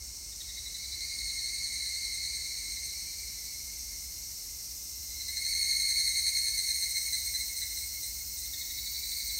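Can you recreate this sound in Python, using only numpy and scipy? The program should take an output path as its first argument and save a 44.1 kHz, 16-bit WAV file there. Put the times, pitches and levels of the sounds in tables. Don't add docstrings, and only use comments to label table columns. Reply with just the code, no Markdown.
import sys
import numpy as np
from scipy import signal
from scipy.fft import rfft, irfft, next_fast_len
from scipy.io import wavfile

SR = 44100
rng = np.random.default_rng(int(sys.argv[2]) if len(sys.argv) > 2 else 0)


def store_wav(level_fs):
    pcm = np.round(np.clip(np.atleast_2d(level_fs), -1, 1) * 32767)
    wavfile.write(sys.argv[1], SR, pcm.T.astype(np.int16))


N = 414099
TIME = np.arange(N) / SR


def from_db(db):
    return 10 ** (np.asarray(db) / 20)


def rms_one(x):
    return x / np.sqrt(np.mean(x ** 2) + 1e-20)


def in_time(rows):
    time_s, *columns = np.transpose(rows)
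    return [np.interp(TIME, time_s, column) for column in columns]


def drift(rate_hz):
    pole = np.exp(-20 * np.pi * rate_hz / SR)
    slow = signal.lfilter([1], [1, -2 * pole, pole * pole], rng.standard_normal(N // 10 + 8002))[8000:]
    return np.interp(np.arange(N) / 10, np.arange(len(slow)), rms_one(slow))


def coloured_noise(spectrum, skirt_db):
    size = next_fast_len(N)
    hz, db = np.transpose(spectrum)
    octave = np.log2(np.arange(size // 2 + 1) * SR / size + 1)
    beyond = np.abs(octave - np.clip(octave, np.log2(hz[0]), np.log2(hz[-1])))
    gain = from_db(np.interp(octave, np.log2(hz), db) - skirt_db * beyond)
    return rms_one(irfft(rfft(rng.standard_normal(N), size) * gain, size)[:N])


def moving_band(centre_hz, width_hz):
    lowpass = signal.butter(1, width_hz / 2, fs=SR, output="sos").repeat(2, axis=0)
    slow = signal.sosfilt(lowpass, rng.standard_normal((2, N)))
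    phase = 2 * np.pi * np.cumsum(centre_hz) / SR
    return rms_one(slow[0] * np.cos(phase) + slow[1] * np.sin(phase))


def add(out, centre_s, sound):
    at = int(centre_s * SR) - len(sound) // 2 + np.arange(len(sound))
    inside = (at >= 0) & (at < N)
    out[at[inside]] += sound[inside]


def forest(x, leaves_db, trunks_db, leaves_t60, trunks_t60=1.0):
    decays = from_db(-60 * TIME[:SR] / np.array([[leaves_t60], [trunks_t60]]))
    leaves, trunks = rng.standard_normal((2, SR)) * decays
    echoes = (from_db(leaves_db) * rms_one(leaves) + from_db(trunks_db) * rms_one(trunks)) / np.sqrt(SR)
    echoes[0] = 1
    return signal.fftconvolve(x, echoes / np.linalg.norm(echoes))[:N]


# frequency_hz, relative_db
RUMBLE_SPECTRUM = [(25, -31), (34, -14.5), (48, 1.5), (61, -3), (78, -6), (100, -12), (146, -19.5),
                   (275, -22.5), (493, -29), (900, -31.5), (1500, -34.5), (2400, -32)]


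def rumble(level_db=-54.0, hum_hz=64, hum_db=-58.5):
    low = from_db(level_db) * coloured_noise(RUMBLE_SPECTRUM, skirt_db=12)
    hum_rms = from_db(hum_db + 1.2 * drift(1.9))
    hum_phase = 2 * np.pi * np.cumsum(hum_hz + 1.67 * drift(4.3)) / SR
    return low + hum_rms * np.sqrt(2) * np.sin(hum_phase)


# time_s, level_db
SIZZLE_LEVEL = [(0, -43.5), (1, -42.5), (2.5, -41.5), (4.2, -42), (5.5, -41.5), (7.2, -40.5), (8.3, -42),
                (9.39, -42)]
# frequency_hz, relative_db
SIZZLE_SPECTRUM = [(1700, -48), (2350, -25.5), (2750, -21), (3200, -25.5), (3700, -19), (4300, -9),
                   (5000, -4.5), (5750, -0.5), (6400, -3.5), (7400, -11), (8400, -5), (9200, -11.5),
                   (10200, -20.5), (11300, -13), (16000, -18)]


def day_cicadas(flicker_db=0.14):
    level_db, = in_time(SIZZLE_LEVEL)
    rasp = from_db(level_db + flicker_db * drift(25)) * coloured_noise(SIZZLE_SPECTRUM, skirt_db=24)
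    return forest(rasp, leaves_db=-5.5, trunks_db=-7.5, leaves_t60=0.082)


# time_s, centre_hz, relative_db, pulses_per_s
INSECT_CLIMB = [(0, 11320, -79, 16), (1.5, 11880, -73, 15.5), (3, 12840, -57, 15.2),
                (4.3, 12960, -54.5, 15.2), (5.5, 13700, -52.5, 15.7), (7, 13830, -48.5, 14.6),
                (8.2, 14240, -48.5, 15.3), (9.39, 14500, -47, 14.3)]


def high_insect(pulse_db=2.5, buzz_hz=385, buzz_depth=0.27, octave_db=-6, gain_db=3.5):
    centre_hz, level_db, pulses_per_s = in_time(INSECT_CLIMB)
    pulse_phase = 2 * np.pi * np.cumsum(pulses_per_s * (1 + 0.038 * drift(4.2))) / SR
    pulses = rms_one(from_db(pulse_db * np.cos(pulse_phase)))
    buzz_phase = 2 * np.pi * np.cumsum(buzz_hz * (1 + .015 * drift(7.7))) / SR
    rasp = 1 + buzz_depth * np.cos(buzz_phase)
    ring = moving_band(centre_hz, width_hz=3300)
    ring += from_db(octave_db) * moving_band(centre_hz / 2, width_hz=3800)
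    call = from_db(level_db + gain_db) * pulses * rasp * ring
    call = signal.sosfilt(signal.butter(4, 4200, "high", fs=SR, output="sos"), call)
    return forest(call, leaves_db=5, trunks_db=-16, leaves_t60=0.15)


def syllable(pitch_hz, body, throb=0.25, swing=0.061, arch=0.00891, jitter=0.00827, slack_hz=2100):
    rib_hz, length_s, *partials_db = body
    length_s *= min(pitch_hz / slack_hz, 1) ** 9
    position = np.linspace(-1, 1, int(length_s * SR))
    unsteady, uneven, force = [np.interp(position, np.linspace(-1, 1, len(row)), row)
                               for row in rng.standard_normal((3, 18))]
    offsets = rng.uniform(0, 2 * np.pi, len(partials_db) + 1)
    ribs = offsets[0] + 2 * np.pi * np.cumsum(rib_hz * (1 + 0.093 * uneven)) / SR
    arched_hz = pitch_hz * (1 - arch * position ** 2 + jitter * unsteady)
    phase = 2 * np.pi * np.cumsum(arched_hz) / SR - swing * np.sin(ribs)
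    buckle = throb * np.cos(ribs)
    tone = sum(from_db(db) * (1 + np.sqrt(k) * buckle) * np.sin(k * phase + offsets[k])
               for k, db in enumerate(partials_db, 1))
    bright_noise = np.diff(np.resize(rng.standard_normal(4096), len(position) + 1))
    clicks = from_db(-27) * bright_noise * (1 + np.cos(ribs)) / 2
    envelope = np.clip((1 - np.abs(position)) / 0.24, 0, 1)
    return (tone + clicks) * envelope * rms_one(from_db(2.6 * force))


def song_contour(age, pitch_hz, scoop_hz, sag_hz_per_s, full_db, soft_db, rise_s, fade_from_s,
                 fade_db_per_s, scoop_s=.35):
    hz = pitch_hz - scoop_hz * np.exp(-age / scoop_s) - sag_hz_per_s * age
    swell_db = -soft_db * np.maximum(1 - age / rise_s, 0)
    fade_db = -fade_db_per_s * np.maximum(age - fade_from_s, 0)
    return hz, full_db + swell_db + fade_db


# rib_hz, syllable_s, partial_2_db to partial_5_db
FAR_BODY = (298.5, 0.23, 3, -8.5, -9, -17)
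# start_s, detune_share, partial_1_db, pitch_hz, scoop_hz,
# sag_hz_per_s, full_db (relative), soft_db, rise_s, fade_from_s, fade_db_per_s
FAR_WAVES = [(-3.5, .028, -12,   2240, 50, 18,   -37, 18, .8, 1.72, 9.5),
             (0.42, .032, -7.5,   2210, 55, 21,   -38, 15.5, 0.77, 1.73, 9.5),
             (5, .02, -12,   2180, 110, 26.6,   -30.5, 22, 0.69, 0.95, 11),
             (8.5, .031, -8.5,   2225, 51, 25,   -40.5, 6, 0.47, 1.8, 10)]


def far_chorus(syllables_per_s=70, count=350, carry=.15):
    rib_hz, length_s, *overtones_db = FAR_BODY
    chorus = np.zeros(N)
    for start_s, spread, lowest_db, *song in FAR_WAVES:
        late, detune = rng.standard_normal((count, 2)).T
        age = np.abs(np.arange(count) + late / 2) / syllables_per_s
        pitch_hz, level_db = song_contour(age, *song)
        pitch_hz *= 1 + spread * detune
        carried_db = lowest_db + carry * (level_db.max() - level_db)
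        for at_s, hz, db, low_db in zip(start_s + age, pitch_hz, level_db, carried_db):
            if -length_s < at_s < N / SR + length_s:
                add(chorus, at_s, from_db(db) * syllable(hz, (rib_hz, length_s, low_db, *overtones_db)))
    overlap = syllables_per_s * length_s
    return forest(chorus / np.sqrt(overlap), leaves_db=4.5, trunks_db=4.0, leaves_t60=0.12)


def trill_rhythm(count, first_gap_s, slowing_s, drag_s, tiring_syllables=2.2):
    k = np.arange(count - 1)
    gaps = first_gap_s + slowing_s * k + drag_s * np.exp((k - k[-1]) / tiring_syllables)
    return np.append(0, np.cumsum(gaps))


# echo_db (relative), rib_hz, longest_syllable_s, partial_1_db to partial_5_db
SINGERS = [(-6, 305, .046, -19, -0.5, -19, -14.5, -30), (1, 300, .042, -14.5, -2.2, -7.5, -2.5, -19),
           (-5.5, 315, .04, -8.5, 0.5, -7, -5, -21), (-0.5, 230, 0.0478, -7, 0.8, -7, -1.5, -10.5),
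           (0.5, 222, .056, -0.5, 3.5, -19, -14, -22), (-2.5, 325, .037, -15.5, -4, -8, -2.5, -10)]
# start_s, singer_row, syllable_count, first_gap_s, slowing_s, drag_s, pitch_hz, scoop_hz,
# sag_hz_per_s, full_db (relative), soft_db, rise_s, fade_from_s, fade_db_per_s
TRILLS = [(-0.9, 4, 15, .095, .001, .01, 2160, 20, 15, -62, 5, .4, 1.5, 6),
          (0.329, 0, 32, .0843, .00073, .061, 2080, 225, 15, -37.2, 3, .6, 1.9, 11),
          (1.076, 1, 20, .0914, .00094, .081, 2150, 10, 22, -37, 5, .4, 1.75, 16),
          (2.35, 4, 16, .12, .001, .06, 2330, 10, 30, -57, 2, .3, .8, 8),
          (3.09, 4, 16, .118, .001, .03, 2130, 10, 20, -59, 2, .2, .5, 2.5),
          (5.129, 2, 23, .0826, .00089, .174, 2165, 150, 52, -31.3, 14, .35, 1.95, 6),
          (5.24, 3, 33, .0884, .00087, .032, 2250, 90, 38, -36.2, 8, .25, 1.5, 5.5),
          (5.431, 5, 24, .0924, .00068, .239, 2170, 30, 42, -33.3, 20, .55, 1.5, 1.5),
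          (8.462, 0, 32, .08, .001, .061, 2060, 205, 15, -36.2, 2.5, .6, 1.9, 11),
          (8.984, 1, 20, .094, .00094, .081, 2145, 15, 15, -36, 3, .4, 1.75, 16)]


def single_trills(gain_db=0.63, timid_db=-8.5, scatter_db=0.57, scatter_hz=12):
    trees = np.zeros((len(SINGERS), N))
    for start_s, singer, count, first_gap_s, slowing_s, drag_s, *song in TRILLS:
        body = SINGERS[singer][1:]
        age = trill_rhythm(count, first_gap_s, slowing_s, drag_s)
        pitch_hz, level_db = song_contour(age, *song)
        detune, push = rng.standard_normal((count, 2)).T
        pitch_hz += scatter_hz * detune
        level_db += gain_db + scatter_db * push
        level_db[0] += timid_db
        for at_s, hz, db in zip(start_s + age, pitch_hz, level_db):
            add(trees[singer], at_s, from_db(db) * syllable(hz, body))
    return sum(forest(tree, leaves_db=echo_db - 4.0, trunks_db=echo_db + 3.0, leaves_t60=0.095)
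               for tree, (echo_db, *_) in zip(trees, SINGERS))


def scene():
    mono = single_trills() + far_chorus() + day_cicadas() + high_insect() + rumble()
    return np.array([mono, mono])


def record(dry, cutoff_hz=15750):
    return signal.sosfilt(signal.ellip(12, .1, 80, cutoff_hz, fs=SR, output="sos"), dry)


dry = scene()
out = record(dry)
store_wav(out)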